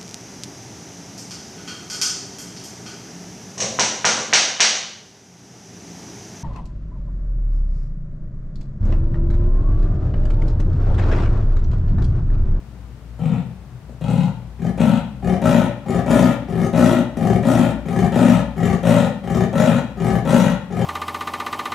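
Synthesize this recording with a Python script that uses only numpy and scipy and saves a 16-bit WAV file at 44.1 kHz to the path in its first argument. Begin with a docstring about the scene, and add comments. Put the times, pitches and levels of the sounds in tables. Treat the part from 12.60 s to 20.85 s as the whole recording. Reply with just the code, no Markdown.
"""A low wavering hum and a steady wash lie under a walled zoo enclosure, where a leopard saws.
First come two low grunts with a soft thud between, then a train of hoarse strokes, out and in by turns.
Slack vocal folds slap unevenly, each slap lets a puff of air through, and a long throat rings with both.
Single slaps, strong and weak, are laid over the strokes.
The walls throw every call back as echoes and a diffuse tail."""
import sys
import numpy as np
from scipy import signal
from scipy.fft import rfft, irfft
from scipy.io import wavfile
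from scipy.ndimage import uniform_filter1d, map_coordinates

SR = 44100
rng = np.random.default_rng(int(sys.argv[2]) if len(sys.argv) > 2 else 0)


def unload_audio(sound):
    """Save the sound as a 16-bit wav file, at the path given as the first command line argument."""
    columns = np.transpose(np.atleast_2d(sound))
    # keep every value between -1 and 1, then stretch to whole-number steps
    steps = np.round(np.clip(columns, -1, 1) * 32767)
    wavfile.write(sys.argv[1], SR, steps.astype(np.int16))


N = 363825  # length in samples
TAPS_HZ = np.fft.rfftfreq(8192, 1 / SR)  # frequency grid of the colouring filters


def gain_of(db):
    """Decibels to amplitude gain."""
    return 10 ** (np.asarray(db) / 20)


def evened(x):
    """Scales a sound to rms 1."""
    return x / np.sqrt(np.mean(x ** 2) + 1e-20)


def read(points, hz):
    """Joins (Hz, value) points by straight lines on a log-frequency axis."""
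    f, value = np.transpose(points)
    return np.interp(np.log(hz + 1), np.log(f + 1), value)


def add(mix, s, sound):
    """Adds a sound to the mix at time s."""
    part = mix[max(round(s * SR), 0):][:len(sound)]
    part += sound[:len(part)]


def resonate(x, hz, width, order=3):
    """A steep resonance that follows the curve hz: shift down to zero, smooth a few times, shift back."""
    turn = np.exp(2j * np.pi * np.cumsum(hz * np.ones(len(x))) / SR)
    r = np.exp(-np.pi * width / SR)
    z = x / turn + 1e-18
    for _ in range(order):
        z = signal.lfilter([1 - r], [1, -r], z)
    return evened((turn * z).real)


def humps(modes, size=1):
    """Gain over frequency of a set of resonances, their centres multiplied by size."""
    power = 0
    for hz, width, db in modes:
        gain = gain_of(db) / (1 + ((TAPS_HZ - hz * size) / width) ** 2)
        power = power + gain ** 2
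    return np.sqrt(power)


def colour(x, gain):
    """Causal minimum-phase filter with the given gain over frequency; the result has rms 1."""
    log_gain = np.log(np.maximum(np.r_[gain, gain[-2:0:-1]], 1e-5))
    taps = np.fft.ifft(np.exp(np.conj(signal.hilbert(log_gain)))).real[:len(gain)]
    return evened(signal.fftconvolve(x, taps)[:len(x)])


# likeness of left and right in diffuse sound: (f/Hz, likeness 0-1)
STEREO_LIKENESS = [(100, .96), (600, .88), (1200, .72), (2200, .35), (4000, .05), (12000, .05)]


def pair(a, b):
    """Two unrelated spectra become left and right, alike in the bass and apart in the treble."""
    hz = np.fft.rfftfreq(2 * (len(a) - 1), 1 / SR)
    same = np.clip(read(STEREO_LIKENESS, hz), 0, 1)
    return irfft(np.array([a, same * a + np.sqrt(1 - same ** 2) * b]))


# spectral shape of the wash, levelled as a whole afterwards: (f/Hz, relative level/dB per Hz)
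WASH_SHAPE = [(20, -39), (45, -23), (85, -12.5), (150, -13.5), (250, -20.5), (350, -28), (800, -32),
              (2700, -43.5), (8000, -52), (15500, -59)]
# bands of the hum: (f/Hz, width of each smoothing pass/Hz, rms level before the microphones/dB)
HUM_BANDS = [(58.8, 7.2, -38), (124.2, 15.5, -43.5)]


def background():
    """Steady outdoor wash of shaped noise, with a low hum of narrow noise bands that waver."""
    hz = np.fft.rfftfreq(2 * N, 1 / SR)
    shape = gain_of(read(WASH_SHAPE, hz))
    wash = pair(*rfft(rng.standard_normal((2, 2 * N))) * shape)[:, :N]
    hum = 0
    for f, width, db in HUM_BANDS:
        # one second of run-in lets the resonance settle
        hum = hum + gain_of(db) * resonate(rng.standard_normal(N + SR), f, width)[SR:]
    return gain_of(-42.5) * evened(wash) + hum


def folds(t, rate_hz, jitter, shimmer_db, puff_s, leak):
    """Uneven slaps of the folds, and the air that puffs through after each."""
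    gaps, sizes = rng.standard_normal((64, 2)).T
    turns = np.cumsum(rate_hz * np.ones(len(t))) / SR
    slap_turns = np.r_[0, np.cumsum(np.exp(jitter * gaps[1:]))]
    at = np.searchsorted(turns, slap_turns) + SR // 500  # 2 ms late
    slaps = np.bincount(at, gain_of(shimmer_db * sizes), len(t))[:len(t)]
    opening = evened(signal.lfilter([1], [1, -np.exp(-1 / (puff_s * SR))], slaps))
    return evened(slaps), evened((opening + leak) * rng.standard_normal(SR)[:len(t)])


def blend(slaps, puffs, rough):
    """Mixes slaps and air; rough is the share of air."""
    rough = np.clip(rough, 0, 1)
    return (1 - rough) * slaps + rough * puffs


def fade(t, attack_s, release_s):
    """Straight fade at the start and end of a stroke."""
    return np.clip(t / attack_s, 0, 1) * np.clip((t[-1] - t) / release_s, 0, 1)


def swell(t, rise_s, start_db, fall_s, end_db):
    """Effort of a stroke in dB below its peak: rise, hold, fall."""
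    rise = start_db * np.clip(1 - t / rise_s, 0, 1)
    return rise + end_db * np.clip(1 - (t[-1] - t) / fall_s, 0, 1)


def wander(t):
    """Slow random curve, about rms 1."""
    curve = uniform_filter1d(uniform_filter1d(rng.standard_normal(SR), size=1200), size=700)
    return evened(curve)[:len(t)]


def steady(x):
    """Holds the strength of a sound even over a few slaps, so that effort sets it."""
    power = uniform_filter1d(uniform_filter1d(x ** 2, size=1700), size=900)
    return x / np.sqrt(abs(power) + .05 * np.mean(x ** 2))


def bend(x, factor):
    """Glides all resonances of a sound by warping time along the curve factor, taken against its mean."""
    place = np.cumsum(factor / factor.mean())
    return map_coordinates(x, [place], order=3, mode="nearest")


def hooting(chest, hz, share):
    """The folds partly lock onto the first resonance and sing a wavering low tone."""
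    waver = evened(uniform_filter1d(rng.standard_normal(SR), size=500))[:len(chest)]
    tone = evened(np.sin(2 * np.pi * np.cumsum(hz * (1 + .06 * waver)) / SR))
    share = np.clip(share, 0, 1)
    return steady((1 - share) * chest + share * tone)


# air hissing past the teeth, its spectral shape: (f/Hz, relative level/dB per Hz)
TEETH_HISS = [(1500, 0), (3000, -14.5), (4000, -7), (4700, -4.5), (5600, -2), (6700, 1), (8000, -3),
              (10000, -4.5), (12500, -9), (14500, -15.5), (16000, -31)]


def hiss(puffs, patchy_db, whistle):
    """Air past wet teeth and tongue, puffs over a steady flow; whistling patches come and go in it."""
    flow = puffs + gain_of(-7) * rng.standard_normal(len(puffs))
    teeth = gain_of(read(TEETH_HISS, TAPS_HZ)) + whistle * humps([(7450, 600, -2.2), (8500, 410, -2)])
    z = signal.stft(colour(flow, teeth), nperseg=256)[2]
    patches = uniform_filter1d(rng.standard_normal(z.shape), size=3, axis=0)
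    patches = evened(uniform_filter1d(patches, size=14, axis=1))
    return evened(signal.istft(z * gain_of(patchy_db * patches), nperseg=256)[1][:len(puffs)])


# upper resonances of the open throat, outward: (f before any size factor/Hz, half-width/Hz, level/dB)
OPEN_THROAT = [(809, 72, 6), (903, 76, 3.5), (1027, 34, 3.5), (1286, 64, 4), (1442, 45, 3), (1816, 153, -2),
               (1890, 97, -4.5), (2220, 110, -13), (2390, 94, -4.5), (2650, 210, -9.5), (2830, 67, -14),
               (3200, 176, -10), (3530, 110, -24), (3710, 257, -11.5)]
# single slaps of the folds, strong and weak, and first a soft thud, perhaps a gulp or a paw:
# (t/s, peak level before the slap trim/dB, rasp level/dB)
SINGLE_SLAPS = [(1.296, -22, -21), (1.449, -19, -21), (1.503, -10, -17), (2.052, -9.5, -28),
                (2.206, -2.5, -20.5), (2.674, -11, -17), (2.882, -6, -28), (3.298, -8, -25),
                (3.508, -1, -15), (3.572, -1, -19), (3.992, -13, -20), (4.245, -5, -13.5),
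                (4.277, -12, -19), (4.326, -10, -11), (4.572, -12, -14), (4.904, -9, -19),
                (5.563, 1.5, -29), (5.637, -3, -27), (5.669, -15, -23), (6.029, -7, -32), (6.296, -3, -16),
                (6.75, -9, -34), (7.001, -4, -14), (7.734, -0.5, -29)]
SLAP_TRIM_DB = -5


def slap(s, peak_db, rasp_db):
    """One single slap rings the whole throat, with a short dying puff of rasp and hiss."""
    t = np.arange(SR // 20) / SR
    click = signal.unit_impulse(len(t))
    puff = rng.standard_normal(len(t)) * np.exp(-t / 0.0093)
    teeth = colour(puff, gain_of(read(TEETH_HISS, TAPS_HZ)))
    rasp = colour(puff, humps(OPEN_THROAT)) + gain_of(-5.5) * teeth
    ring = resonate(click, 216, 182) + gain_of(-4.5) * resonate(click, 546, 360)
    ring = ring + gain_of(rasp_db) * rasp
    return s - .002, gain_of(peak_db + SLAP_TRIM_DB) * ring / abs(ring).max()


# low resonances of chest and stone corner, which colour every stroke: (f/Hz, half-width/Hz, level/dB)
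BODY_MODES = [(66, 9.1, 0.5), (86.6, 8.5, 1), (119.6, 7.95, 8.5), (166.7, 18.5, 0.5), (211.6, 17.8, -1),
              (268, 24.5, -0.5), (352, 14.2, -2.5)]
# upper resonances with the jaw nearly shut: (f before the size factor/Hz, half-width/Hz, level/dB)
CLOSED_THROAT = [(800, 91, 10.5), (952.6, 44, 1.5), (1356, 116, 0), (1990, 150, -6.5), (2470, 114, -5),
                 (2730, 200, -6.5), (3180, 120, -8.5), (3780, 420, -12)]
# outward grunts: (t/s, length/s, rise/s, effort level before the grunt trim/dB, mouth level/dB,
# rasp level/dB, hiss level over the rasp before effort/dB, first resonance f at its crest/Hz,
# the same at the end/Hz, second resonance f at its crest/Hz, size factor on the upper resonances,
# slap rate before it sags/Hz, unevenness of slap spacing, jaw shut at the start 0-1, share of hoot 0-1)
GRUNT_STROKES = [ (0.594, 0.25, 0.045, -17, -18.5, -21, -11.5, 185.5, 166, 497, 0.95, 49.3, 0.099, 0.95, 0.41),
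                 (1.413, 0.31, 0.11, -14.5, -17, -19, -10, 183, 151, 523, 1.02, 38.7, 0.088, 1, 0.1),
                 (2.178, 0.25, 0.035, -11, -16, -18.5, -12.5, 219.9, 187.4, 575, 1.023, 49.3, 0.068, 0.48, 0.53),
                 (2.819, .28, 0.036, -13, -6.5, -13.5, -11.5, 237.6, 211, 610, 1.017, 54.8, .14, 0, .31),
                 (3.464, 0.3, 0.058, -11.5, -8, -14.5, -10.5, 256.3, 221.7, 603, 0.97, 59, .16, .06, 0.21),
                 (4.132, 0.31, 0.042, -12, -6, -15, -9, 257.7, 229.4, 617, 1.026, 56.4, 0.16, .06, 0.18),
                 (4.83, 0.31, 0.049, -11.5, -8.5, -16.5, -8, 246.6, 236.7, 607, 1.005, 55, .16, 0.15, .25),
                 (5.523, 0.32, 0.079, -11.5, -8.5, -14.5, -10.5, 246.5, 195, 592, 1.002, 59, .12, 0.16, 0.24),
                 (6.233, 0.28, 0.042, -12.7, -5.5, -13.5, -10.8, 223.5, 195.5, 574, 1.014, 53.7, .11, 0.16, 0.28),
                 (6.931, .3, 0.047, -13, -6.5, -13.5, -11, 231.7, 206.4, 588, 1.02, 47.1, .13, 0.05, 0.44),
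                 (7.653, 0.31, 0.041, -12.5, -8, -13.5, -9.5, 230.1, 184, 578, 1.035, 53.5, .12, 0.01, 0.43),
                 ]
GRUNT_TRIM_DB = -3.0
# mouth and rasp lose less than the chest when effort is low (dB won back per dB)
MOUTH_KEEP, RASP_KEEP = 0.24, 0.32
CREST_S = 0.1  # the low resonances climb to their crest here and sink after it
TREMBLE = 0.026  # the throat trembles: rms wander of the two lowest resonances, as a share of their Hz


def grunt(start, length, rise_s, peak_db, open_db, harsh_db, air_db, first_top_hz, first_end_hz,
          second_top_hz, size, rate_hz, jitter, shut, hoot):
    """Outward stroke: the resonances rise and sink as the jaw opens and shuts."""
    t = np.arange(0, length, 1 / SR)
    # effort starts below its peak, rises, holds, and falls as the lungs empty
    push_db = swell(t, rise_s, start_db=-9.5, fall_s=0.12, end_db=-9)
    effort_db = peak_db + push_db
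    rasp_db = harsh_db - RASP_KEEP * push_db
    # the mouth shuts after the crest, at 30.5 dB per s
    mouth_db = open_db - MOUTH_KEEP * push_db - 30.5 * np.maximum(t - CREST_S, 0)

    times = [0, CREST_S, length]
    first_hz = np.interp(t, times, [.88 * first_top_hz, first_top_hz, first_end_hz])
    # a shut jaw moves the second resonance less
    second_hz = second_top_hz * np.interp(t, times, [0.947, 1, .9]) ** (1 - shut)
    first_hz = first_hz * (1 + TREMBLE * wander(t))
    second_hz = second_hz * (1 + TREMBLE * wander(t))

    rough = 1.65 * jitter  # the more uneven the slaps, the more air leaks between them
    sag = 1.06 - .45 * t  # the folds slow down as the pressure drops
    slaps, puffs = folds(t, rate_hz * sag, jitter, shimmer_db=1.8, puff_s=.006, leak=.6)
    drive = blend(slaps, puffs, rough)

    narrow = 1 - 0.3 * np.clip(shut, 0, 1)  # a shut mouth loses less sound and rings longer
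    chest = colour(resonate(drive, first_hz, 175 * narrow), humps(BODY_MODES))
    chest = hooting(chest, first_hz, hoot)
    rumble = rough * gain_of(-13) * resonate(puffs, 72, 67.1)  # hoarse strokes shake the chest

    jaw = np.clip(shut + 1.58 * t, 0, 1)  # 1 is shut
    mouth = steady(resonate(drive, second_hz, 150 * narrow))
    # a wide open jaw lets out a resonance between the first two
    mouth = mouth + (1 - jaw) * gain_of(-14) * resonate(drive, 371, 170)

    breath = blend(slaps, puffs, rough + 0.58)
    wide = colour(breath, humps(OPEN_THROAT, size))
    closed = colour(breath, humps(CLOSED_THROAT, size))
    # the upper resonances follow the second one a little
    rasp = steady(bend((1 - jaw) * wide + jaw * closed, second_hz ** 0.199))

    # hiss grows faster than the rasp, and thins as the lungs empty
    hiss_db = rasp_db + air_db + 0.66 * (effort_db + rasp_db + 27.5) - 14 * t
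    air = hiss(puffs, patchy_db=3, whistle=shut) * fade(t, attack_s=.03, release_s=.02)
    voice = chest + rumble + gain_of(mouth_db) * mouth + gain_of(rasp_db) * rasp + gain_of(hiss_db) * air
    return start, gain_of(effort_db + GRUNT_TRIM_DB) * voice * fade(t, attack_s=0.0056, release_s=0.037)


# echoes from the ground and near walls: (t after the direct sound/s, left gain, right gain)
NEAR_ECHOES = [(.0052, 0.32, 0.18), (0.0129, 0.44, 0.22), (.021, .2, .18), (.034, 0.18, 0.069)]
# how long the enclosure rings: (f/Hz, t to fall by 60 dB/s)
RING_TIMES = [(80, 0.9), (250, 0.5), (600, 0.51), (1500, 0.57), (3500, 0.56), (7000, 0.37), (14000, 0.3)]
# level of that ring against the direct sound: (f/Hz, level/dB)
RING_LEVELS = [(200, -4), (1000, 1.5), (4000, 1), (9000, -1.5)]


def enclosure(x):
    """Direct sound, a few near echoes, and a diffuse tail in which each band dies at its own speed."""
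    noise = pair(*rfft(rng.standard_normal((2, SR))))
    hz, t, z = signal.stft(noise, SR, nperseg=256)
    decay = gain_of(-60 * t / read(RING_TIMES, hz)[:, None]) * np.clip(t / 0.0074, 0, 1)
    decay /= np.sqrt(SR * np.mean(decay ** 2, axis=1, keepdims=True))  # energy 1 in each band
    level = gain_of(read(RING_LEVELS, hz))[:, None]
    response = signal.istft(z * decay * level, SR, nperseg=256)[1]
    response[:, 0] += 1
    for delay, *gains in NEAR_ECHOES:
        response[:, round(delay * SR)] += gains
    return signal.fftconvolve(x[None], response, axes=1)[:, :N]


# middle resonances of the inward snore: (f/Hz, half-width/Hz, level/dB)
SNORE_MOUTH = [(385, 93, -5.5), (384.5, 17, -3.5), (539, 23, -6.5), (693, 43, -5.5), (785.4, 28.5, -6)]
# upper resonances of the throat, inward: (f before it glides/Hz, half-width/Hz, level/dB)
SNORE_THROAT = [(1040, 260, -7.5), (1226, 56, 1.5), (1430, 160, -18), (1680, 100, -8), (1832, 130, -4),
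                (2170, 91, -7.5), (2380, 62, -7.5), (2785, 71, -12.5), (3093, 110, -11.5),
                (3620, 150, -17.5), (4460, 1500, -25)]
# inward snores: (t/s, length/s, rise/s, effort level before the snore trim/dB, mouth level/dB,
# rasp level/dB)
SNORE_STROKES = [ (1.989, .14, 0.076, -17, -14.5, -25), (2.622, .17, 0.066, -16.5, -7.5, -21),
                 (3.256, .185, 0.087, -17, -6, -18), (3.878, .23, 0.12, -16.5, -8, -20),
                 (4.565, 0.24, 0.09, -14, -7.5, -21), (5.252, 0.25, 0.16, -14.5, -8.5, -19),
                 (5.959, .225, 0.075, -15.5, -10, -18), (6.633, 0.25, .14, -15.5, -8, -18.5),
                 (7.367, .25, 0.085, -16.5, -7.5, -18.5), (8.1, 0.2, 0.12, -17, -7, -18.5), ]
SNORE_TRIM_DB = -2.5


def snore(start, length, rise_s, peak_db, open_db, harsh_db):
    """Inward stroke: a looser flutter of the folds through a narrower throat."""
    t = np.arange(0, length, 1 / SR)
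    # a slow swell, a hold and a short fall
    pull_db = swell(t, rise_s, start_db=-11, fall_s=0.04, end_db=-12.5)
    effort_db = peak_db + pull_db
    # mouth and rasp lose less than the chest when effort is low
    mouth_db = open_db - 0.19 * pull_db
    rasp_db = harsh_db - 0.17 * pull_db

    slaps, puffs = folds(t, 42, jitter=.2, shimmer_db=2.5, puff_s=0.0074, leak=0.49)
    drive = blend(slaps, puffs, rough=0.46)
    chest = resonate(drive, 193, 88) + gain_of(-6.0) * resonate(drive, 106.5, 101)
    chest = steady(colour(chest, humps(BODY_MODES)))
    mouth = steady(colour(blend(slaps, puffs, rough=0.55), humps(SNORE_MOUTH)))

    # the throat lengthens as the air is drawn in: its upper resonances sink, wandering a little
    glide = np.exp(-.2 * t + 0.0098 * wander(t))
    rasp = colour(blend(slaps, puffs, rough=0.81), humps(SNORE_THROAT))
    rasp = steady(bend(rasp, glide))
    air = hiss(puffs, patchy_db=3.5, whistle=0) * fade(t, attack_s=.012, release_s=.02)
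    voice = chest + gain_of(mouth_db) * mouth + gain_of(rasp_db) * (rasp + gain_of(-10.5) * air)
    return start, gain_of(effort_db + SNORE_TRIM_DB) * voice * fade(t, attack_s=0.0085, release_s=0.032)


def scene():
    """The cat in its enclosure, over the hum and wash."""
    bed = background()
    cat = np.zeros(N)
    for row in GRUNT_STROKES:
        start, _, _, effort_db, _, rasp_db = row[:6]
        # the folds burst open with one slap at the start of a grunt
        add(cat, *slap(start, effort_db + rasp_db + 15, rasp_db=-16))
        add(cat, *grunt(*row))
    for row in SINGLE_SLAPS:
        add(cat, *slap(*row))
    for row in SNORE_STROKES:
        add(cat, *snore(*row))
    return enclosure(cat) + bed


# balance of left over right: (f/Hz, level/dB)
LEFT_OVER_RIGHT = [(60, 7.6), (130, 6.8), (290, 5.7), (640, 5.8), (1400, 5), (3500, 3.8), (7500, 1.3),
                   (15000, .7)]


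def record(dry):
    """The microphones lose the deepest bass and the left is louder; peaks past 1 clip; then the band limit."""
    hz = np.fft.rfftfreq(2 * N, 1 / SR)
    left = gain_of(read(LEFT_OVER_RIGHT, hz))
    bass_cut = 1 - 1 / (1 + (hz / 42) ** 4)
    balance = np.array([2 * left, 2 + 0 * left]) / (1 + left)  # the two gains average 1
    heard = irfft(rfft(dry, 2 * N) * bass_cut * balance)[:, :N]
    low_pass = signal.firwin(511, 15750, window=("kaiser", 9), fs=SR)
    return signal.oaconvolve(np.clip(heard, -1, 1), low_pass[None], "same")


dry = scene()
out = record(dry)
unload_audio(out)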